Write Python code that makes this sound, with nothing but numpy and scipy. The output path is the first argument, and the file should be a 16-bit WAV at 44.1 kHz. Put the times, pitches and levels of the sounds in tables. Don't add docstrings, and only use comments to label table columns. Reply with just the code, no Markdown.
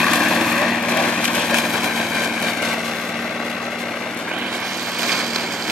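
import sys
import numpy as np
from scipy import signal
from scipy.fft import rfft, irfft, next_fast_len
from scipy.io import wavfile
from scipy.ndimage import uniform_filter1d, map_coordinates

SR = 44100
rng = np.random.default_rng(int(sys.argv[2]) if len(sys.argv) > 2 else 0)


def nominal_scale(level):
    x = np.asarray(level, float) / 20
    return 10 ** x


def file_out(sig):
    cols = np.atleast_2d(sig).T
    lim = np.clip(cols, -1, 1)
    pcm = np.round(lim * 32767).astype(np.int16)
    wavfile.write(sys.argv[1], SR, pcm)


N = 251799
T = np.arange(N) / SR

# time in s, ground echo delay in ms, echo strength 0-1, right port lag in ms.
PATH = [(0, 1.13, .35, 0), (.7, 1.13, .35, 0), (.85, 1.15, .3, .03), (1.4, 1.21, .3, .03),
        (1.55, 1.22, .4, -.01), (2.3, 1.25, .5, -.01), (2.8, 1.4, .55, 0), (3.6, 1.43, .55, 0),
        (4.0, 1.37, .5, .01), (4.2, 1.34, .4, .03), (4.45, 1.27, .25, 0), (5.71, 1.23, .3, 0)]


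def evened(x):
    return x / np.sqrt(np.mean(x ** 2) + 1e-20)


def read(points, hz):
    f, value = np.transpose(points)
    return np.interp(np.log(hz + 1), np.log(f + 1), value)


def columns(rows, t):
    s, *values = np.transpose(rows)
    return [np.interp(t, s, v) for v in values]


def colour(x, points):
    size = next_fast_len(N)
    gain = nominal_scale(read(points, np.fft.rfftfreq(size, 1 / SR)))
    return evened(irfft(rfft(x, size) * gain, size)[..., :N])


def drift(hz):
    return colour(rng.standard_normal(N), [(hz, 0), (3 * hz, -30), (30 * hz, -120)])


def ring(x, hz, width_hz):
    return signal.lfilter(*signal.iirpeak(hz, hz / width_hz, SR), x)


def ring_twice(x, hz, width_hz, second_width_hz):
    return ring(ring(x, hz, width_hz), hz, second_width_hz)


def beat(cycle, depth, count, shift):
    return 1 + depth * np.cos(2 * np.pi * (count * cycle - shift))


def held_gain(start_s, length_s, attack_s, release_s):
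    rise = np.clip((T - start_s) / attack_s, 0, 1)
    return rise * np.exp(-np.maximum(T - start_s - length_s, 0) / release_s)


def two_paths():
    return rng.standard_normal((2, N))


def grains(spread_db, per_s):
    size = nominal_scale(spread_db * np.minimum(rng.exponential(1, N), 4))
    return size * (rng.random(N) < per_s / SR) * two_paths()


def place(out, start_s, peak_db, sound):
    at = round(start_s * SR)
    out[:, at:at + sound.shape[1]] += nominal_scale(peak_db) * sound / abs(sound).max()


def wind():
    gusts = nominal_scale(3.5 * np.array([drift(hz=5), drift(hz=5)]))
    rumble = colour(two_paths(), [(12, -20), (30, -10), (60, -2), (110, 10), (300, -50)])
    return nominal_scale(-59.5) * gusts * rumble


def chaff():
    # start in s, peak in dB.
    husks = [(4.5718, -41), (4.6003, -31), (4.6123, -35), (4.6497, -36), (4.6606, -33), (4.6726, -30),
             (4.6871, -30), (4.712, -37), (4.7634, -34), (4.7739, -31), (4.8133, -41), (4.8133, -31),
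             (4.8263, -27), (4.8642, -28), (4.8757, -30), (4.8901, -28), (4.9166, -28), (4.9879, -29),
             (4.9879, -29), (5.0049, -29), (5.0178, -25), (5.0303, -22), (5.0672, -26), (5.0807, -25)]
    out, t = np.zeros((2, N + 512)), np.arange(512) / SR
    for s, db in husks:
        snap = rng.standard_normal((2, 512)) * nominal_scale(-60 * t / .016)
        place(out, s, db + 4.5, ring_twice(snap, 13600., 3500., 3600.))
    return out[:, :N]


def ticks():
    # start in s, peak in dB.
    clicks = [(0.0423, -19), (0.0977, -24), (0.136, -7), (0.162, -12), (0.5232, -15), (0.617, -26),
              (0.827, -18), (0.8869, -28), (0.9183, -22), (0.9717, -13), (1.2535, -23), (1.2544, -22),
              (1.3977, -17), (1.5424, -24), (1.569, -15), (1.584, -14), (1.6606, -22), (1.714, -23),
              (1.7399, -22), (1.8422, -19), (1.9589, -25), (2.4249, -17), (2.6224, -26), (2.9617, -27),
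              (3.0898, -36), (3.2445, -31), (3.3308, -36), (3.4685, -30), (3.6641, -30), (4.147, -26),
              (4.1734, -23), (4.19, -26), (4.2842, -32), (4.2911, -30), (4.3345, -36), (4.3859, -26),
              (4.4618, -37), (4.5151, -35), (4.5341, -33), (4.601, -30), (4.6122, -31), (4.6618, -31),
              (4.774, -21), (4.8628, -29), (4.9881, -24), (5.018, -19), (5.0305, -26), (5.0674, -25),
              (5.0933, -29), (5.1602, -27), (5.2824, -31), (5.3333, -24), (5.3592, -30), (5.5228, -34),
              (5.5822, -32), (5.6226, -32), (5.6875, -29)]
    out, t = np.zeros((2, N + 512)), np.arange(512) / SR
    for s, db in clicks:
        click = rng.standard_normal((2, 512)) * nominal_scale(-60 * t / .009)
        place(out, s, db + 2.5, ring(click, 12000., 9000.))
    return out[:, :N]


def panel():
    # time in s, level in dB.
    level = [
        (0, -52),
        (1.6, -46),
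        (1.85, -42),
        (2.2, -37),
        (2.33, -48),
        (2.44, -41),
        (2.63, -39),
        (2.9, -42),
        (4.4, -50),
        (5.71, -55),
    ]
    tone = ring(ring(two_paths(), 1560., 30.), 1559., 32.)
    return nominal_scale(columns(level, T)[0]) * evened(tone)


def booms(cycle):
    # start in s, length in s, level in dB, pitch in Hz.
    clumps = [(0.2, 0.19, -27, 530), (0.53, 0.12, -26, 570), (0.614, 0.091, -33, 616),
              (0.924, 0.093, -24, 644), (0.976, 0.083, -26, 570), (1.344, 0.07, -27, 570),
              (1.49, 0.088, -28, 583), (1.5, .05, -33, 640), (1.824, 0.049, -34.5, 580),
              (2.42, 0.11, -41, 690), (1.9, 0.046, -41, 620), (0.044, 0.095, -25, 1170),
              (0.46, 0.08, -27, 1170), (0.032, 0.514, -28.5, 320), (5.073, 0.15, -39.5, 4600),
              (5.22, 0.22, -43.5, 4440), (1.327, 0.094, -30, 2730), (1.524, 0.051, -23, 2600),
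              (1.38, .05, -32, 3200), (4.32, 0.16, -38.5, 3030), (2.72, .2, -40.5, 700),
              (1.72, .2, -33, 400), (5, .45, -50, 13500), (5.0, .2, -44, 5900), (5.2, 0.1, -48, 7200),
              (4.5, .08, -41, 7400), (6.4, 0.4, -43, 16000), (1.85, .88, -40.5, 1580),
              (2.95, .08, -46, 5500), (3.62, .06, -45, 5700), (2.6, .05, -44, 5900), (3.96, .05, -46, 5600),
              (0.916, 0.11, -30.5, 753), (5.0, 0.18, -38, 1290), (5.02, .18, -38, 1760),
              (1.01, 0.13, -39, 960), (2.1, .63, -34, 2350), (0.52, 0.25, -30, 1950),
              (0.022, 0.29, -30.5, 1670), (5.8, 0.18, -33, 1910), (5.07, 0.14, -36, 2310)]
    fade_s = 0.024
    out = np.zeros((2, N))
    tumble = two_paths() * beat(cycle, .3, count=4, shift=.3) * nominal_scale(1.2 * drift(hz=30.))
    for start_s, length_s, db, hz in clumps:
        held = held_gain(start_s, length_s, fade_s, fade_s)
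        held = uniform_filter1d(held, round(min(.4 * length_s, .05) * SR))
        width_hz = 0.11 * hz * (1 + hz / 2500)
        out += nominal_scale(db) * held * evened(ring_twice(tumble, hz, width_hz, width_hz))
    return out


def strikes():
    # start in s, peak in dB, pitch in Hz.
    stems = [(0.0435, -9, 1590), (0.082, -13, 1750), (0.1337, -6, 2620), (0.146, -13, 2300),
             (0.157, -13, 2600), (0.249, -17, 2130), (0.454, -16, 2500), (0.566, -19, 1780),
             (0.6, -16, 1950), (0.887, -19, 2050), (0.974, -14, 2410), (0.9995, -24, 2430),
             (1.04, -16, 2710), (1.243, -7, 2680), (1.255, -3, 2470), (1.2796, -11, 2640),
             (1.301, -20, 2550), (1.5435, -3.5, 1810), (1.557, -13, 2400), (1.572, -13, 2600),
             (1.5842, -7, 2597), (1.844, -16, 1560), (2.146, -22, 2280), (2.2365, -22, 2250),
             (2.416, -19, 2220), (2.626, -16, 1580), (2.7021, -16, 2034), (4.993, -18, 3150),
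             (5.0311, -12.5, 2260), (5.082, -21, 2080), (5.093, -12, 2280), (5.118, -14.5, 4280),
             (5.127, -19, 4400), (5.207, -17, 2300), (5.245, -24, 4500), (5.2826, -31, 2080),
             (5.309, -25, 4400), (5.333, -26, 4510), (5.3473, -22, 4830), (5.3602, -12, 4550),
             (5.436, -26, 2170), (5.521, -25, 2230), (5.6233, -23, 4470), (5.699, -14, 3000)]
    out, t = np.zeros((2, N + 1024)), np.arange(1024) / SR
    envelope = np.minimum(t / .0005, 1) * nominal_scale(-60 * t / .011)
    for s, db, hz in stems:
        burst = rng.standard_normal((2, 1024)) * envelope
        crack = ring_twice(burst, 5000., 6000., 7000.)
        deck_ring = ring_twice(burst, hz, 1700., 1700.)
        place(out, s, db + 1.5, crack + 5.5 * deck_ring)
    return out[:, :N]


def tufts():
    # start in s, length in s, shredding rise in dB, deck jolt in dB.
    caught = [(.0, 0.035, -2, 2.5), (0.095, 0.062, 3, 1), (0.244, 0.14, 0, 1), (0.47, 0.051, 2, 2.5),
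              (0.575, 0.12, 2.5, 2), (0.882, 0.039, 6.5, 5.5), (0.962, 0.12, 1, 5),
              (1.242, 0.012, 10, -1.5), (1.346, 0.08, 5.5, 2), (1.495, 0.049, 2, 5), (1.538, 0.064, 7.5, 4),
              (1.614, 0.053, 4, 2), (1.726, 0.058, 3.5, 4.5), (1.832, 0.036, 6.5, 5.5),
              (1.953, 0.1, 3.5, 2.5), (2.145, 0.11, 5, 3.5), (2.42, 0.083, 6, 5.5), (2.616, 0.12, 5.5, 3.5),
              (2.845, 0.051, 3, -3), (3.15, .11, 1, 1.5), (3.437, 0.066, 4.5, 1), (3.786, 0.031, 5, -1),
              (4.166, 0.053, 5, 0), (4.524, 0.027, 4.5, 2), (4.987, 0.092, 4, 5), (5.074, .12, 5.5, 6),
              (5.347, 0.087, 3, 3.5), (5.505, 0.038, 2.5, 2), (5.613, 0.022, 2.5, -1.5),
              (5.677, .05, 3.5, 7)]
    start_s, length_s, *rises_db = np.transpose(caught)[..., None]
    shape = held_gain(start_s, length_s, attack_s=0.003, release_s=0.012)
    return [(db * shape).max(axis=0) for db in rises_db]


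def shred(cycle, level_db, loss_db):
    # frequency in Hz, density in dB per Hz.
    spectrum = [(200, -32), (500, -25), (1100, -32), (2500, -20), (3200, -4.5), (5000, -12), (8300, -13.5),
                (12000, -17.5), (15000, -18.5)]
    tip_pass = np.exp(0.5 * (np.cos(2 * np.pi * (4 * cycle - .3)) - 1))
    sweep = 4.4 + tip_pass * nominal_scale(11.5 * np.tanh(drift(hz=24.7)))
    snaps = colour(sweep * grains(spread_db=-3.0, per_s=9000.), spectrum)
    fizz = ring(snaps, 13000., 5000.)
    fizz_gain = nominal_scale(1.8 * drift(hz=8.7) + 0.56 * loss_db + 1.5)
    return nominal_scale(level_db) * (snaps + fizz * (fizz_gain - 1))


def rattle(cycle, level_db):
    # mode in Hz, width in Hz, level in dB.
    casing = [(567, 41, -8), (1121, 115, 11), (1053, 45, 11), (1560, 40, 8), (1636, 154, 7.5),
              (1801, 180, 7.5), (2360, 910, 1.5), (2456, 160, -5), (2640, 100, -3), (3820, 520, 0),
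              (4550, 120, -2), (5680, 330, -6.5)]
    push = beat(cycle, 0.6, count=3, shift=0.056) * beat(cycle, 0.09, count=4, shift=0.23)
    knocks = push * grains(spread_db=4.5, per_s=8000.)
    modes = sum(nominal_scale(db) * ring_twice(knocks, hz, width_hz, 0.68 * width_hz) for hz, width_hz, db in casing)
    return nominal_scale(level_db) * evened(modes)


def roar(cycle, level_db):
    # frequency in Hz, density in dB per Hz.
    spectrum = [(40, -41), (120, -23.5), (200, -8.5), (240, -5.5), (320, -1), (430, -3.5), (600, -4),
                (830, -8.5), (1050, -7), (1400, -11.5), (2300, -8.5), (3200, -17.5), (8000, -34.5),
                (15000, -51)]
    firing = beat(cycle, 0.094, count=1, shift=0.35) * beat(cycle, 0.071, count=2, shift=0.33)
    blades = beat(cycle, 0.13, count=4, shift=0.43)
    push = firing * blades * nominal_scale(drift(hz=36.8))
    return nominal_scale(level_db) * colour(push * two_paths(), spectrum)


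def exhaust(cycle, level_db):
    # multiple of the firing rate, level in dB.
    orders = [(1, -47), (2, -43), (3, -39), (4, -28), (5, -19), (6, -15), (7, -19), (8, -14), (9, -9),
              (10, -7), (11, -18), (12, 0), (13, -13), (14, -10), (15, -10), (16, -8), (17, -11), (18, -12),
              (19, -15), (20, -14), (21, -18), (22, -18), (23, -20), (24, -13)]
    out = np.zeros(N)
    for k, db in orders:
        lag = .36 - .015 * k if k % 4 == 0 else .14 * k - .33
        sway = .0012 * k * drift(hz=5)
        waver_db = (.7 + .11 * k) * drift(hz=6)
        slope_db = -.5 * max(k - 12, 0) - 6 * max(4 - k, 0)
        out += nominal_scale(db + waver_db + slope_db) * np.cos(2 * np.pi * (k * cycle - lag - sway))
    return nominal_scale(level_db) * evened(out)


def ground_echo(deck):
    delay_ms, strength, _ = columns(PATH, T)
    at = np.arange(N) - delay_ms * SR / 1000
    echo = np.array([map_coordinates(path, [at], order=3) for path in deck])
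    echo = signal.sosfilt(signal.butter(1, 3500., fs=SR, output="sos"), echo)
    return (deck + strength * echo) / np.sqrt(1 + strength ** 2)


def mower():
    # time in s, firing rate in Hz.
    speed = [(0.0, 19.56), (0.4, 19.5), (0.99, 19.7), (1.26, 19.66), (1.7, 19.28), (1.99, 19.3),
             (2.23, 19.23), (2.55, 19.31), (2.98, 19.23), (3.48, 19.63), (3.72, 19.69), (4.0, 19.66),
             (4.47, 19.86), (4.72, 19.77), (5.21, 19.39), (5.71, 19.42)]
    # time in s, distance in m, grass height in dB, rattle strength in dB.
    drive = [(0, 4.65, 3, 5.5), (.35, 4.5, 3, 1.5), (.65, 4.95, -3, 0.5), (.82, 5.5, -3.5, -5),
             (1.0, 5.57, 4, 0.5), (1.45, 6.2, 3, -0.5), (2.0, 6.96, 2.5, 0), (2.55, 8.3, 3, 3),
             (2.95, 9.2, 2, 4), (3.3, 9.2, -4, 1), (4.1, 10.7, -2, 1), (4.45, 10.7, -1.5, -3.5),
             (4.7, 12.2, 4.5, -1.5), (4.96, 13.8, 5.5, 0), (5.3, 10.8, 2.5, -4), (5.6, 10.9, 0, -29),
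             (5.71, 12.5, 4, -11)]
    distance_m, grass_db, rattle_db = columns(drive, T)
    loss_db = -20 * np.log10(distance_m / 5.0)
    tuft_db, jolt_db = tufts()
    cycle = np.cumsum(columns(speed, T)[0]) / SR

    deck = roar(cycle, -21.5 + loss_db + 0.65 * jolt_db)
    deck = deck + shred(cycle, -31.5 + loss_db + grass_db + tuft_db, loss_db)
    deck = deck + rattle(cycle, -27 + loss_db + rattle_db + 0.73 * jolt_db)
    deck = deck + strikes() + booms(cycle) + panel()
    heard = ground_echo(deck) + exhaust(cycle, -27.5 + loss_db + 0.51 * jolt_db)

    turned_s = 2.0
    chute_share = .72 * np.clip(2 - 2 * T / turned_s, 0, 1)
    return heard - chute_share * ring(heard, 425, 95)


def ports(x):
    # time in s, right port uncovered 0-1, notch from the gap under the hand in Hz.
    hand = [
        (0, 0, 15500),
        (4.23, .1, 15500),
        (4.33, .52, 15400),
        (4.4, .62, 15000),
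        (4.47, .69, 13000),
        (4.6, .82, 11800),
        (4.85, 1, 11200),
        (5.05, 1, 10700),
        (5.71, 1, 10300),
    ]
    # frequency in Hz, level in dB.
    tilt_on, tilt_off = [(100, 1.1), (700, 0.5), (1300, 5), (2100, 9), (3300, 3), (4500, -1), (6500, -1),
                         (10500, 0), (14000, 4)], [(100, 2.5), (700, -0.5), (1300, -2.5), (2100, 1), (3300, -5.5),
                                          (4500, -6.5), (6500, -9), (10500, -5.5), (14000, -5)]
    # frequency in Hz, lag in rad.
    lead_on, lead_off = [(200, 0), (1500, .45), (2600, -.5), (3500, -1.3), (4300, -5.9), (5500, -5.2),
                         (8000, -6)], [(200, 0), (1500, .3), (2300, -1), (3500, -1.5), (4300, -5.8),
                                          (6500, -5.8), (8000, -8)]
    # frequency in Hz, share 0-1.
    same_on, same_off = [(60, .92), (150, .985), (300, .955), (500, .95), (1300, .88), (2500, .85),
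                         (3300, .65), (3900, .3), (4600, .55), (6500, .5), (9000, .3)], [(60, .92), (150, .985), (300, .96), (500, .96), (1300, .9),
                                          (2500, .85), (3600, .7), (6500, .65), (9000, .4)]

    hz, t, (left, other) = signal.stft(x, SR, nperseg=512, noverlap=384)
    rows_hz = hz[:, None]

    def bump(centre_hz, width_hz):
        return np.exp(-((rows_hz - centre_hz) / width_hz) ** 2)

    bare, notch_hz = columns(hand, t)
    cupped = 4 * bare * (1 - bare)
    off = np.clip(8 * bare - 7 * np.clip(rows_hz / 7000, 0, 1), 0, 1)

    def blend(on, free):
        return read(on, hz)[:, None] * (1 - off) + read(free, hz)[:, None] * off

    same = np.clip(blend(same_on, same_off), 0, 1)
    lag = blend(lead_on, lead_off) + 2 * np.pi * np.outer(hz, columns(PATH, t)[2] / 1000)
    right = same * np.exp(-1j * lag) * left + np.sqrt(1 - same ** 2) * other
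    notch_db = -20 * bare ** 2 * bump(notch_hz, 900)
    cup_db = 0.5 * cupped * off * bump(2600, 1500)
    right = right * nominal_scale(cup_db + notch_db - blend(tilt_on, tilt_off))
    left = left * nominal_scale(-12 * bump(8300, 450))

    pair = np.array([left, right]) * nominal_scale(read(tilt_on, hz) / 2)[:, None]
    pair = pair * nominal_scale(5.3 * off * (1 - cupped) ** 2 * bump(4650, 600))
    return signal.istft(pair, SR, nperseg=512, noverlap=384)[1][:, :N]


def scene():
    return ports(mower()) + wind() + ticks() + chaff()


def roll_off(x):
    return signal.sosfilt(signal.butter(12, 15700, fs=SR, output="sos"), x)


def record(dry):
    limited = .95 * np.tanh(dry / .95)
    edge = signal.firwin(401, 14600, window=("kaiser", 8), fs=SR)
    return roll_off(signal.oaconvolve(limited, edge[None], "same"))


dry = scene()
out = record(dry)
file_out(out)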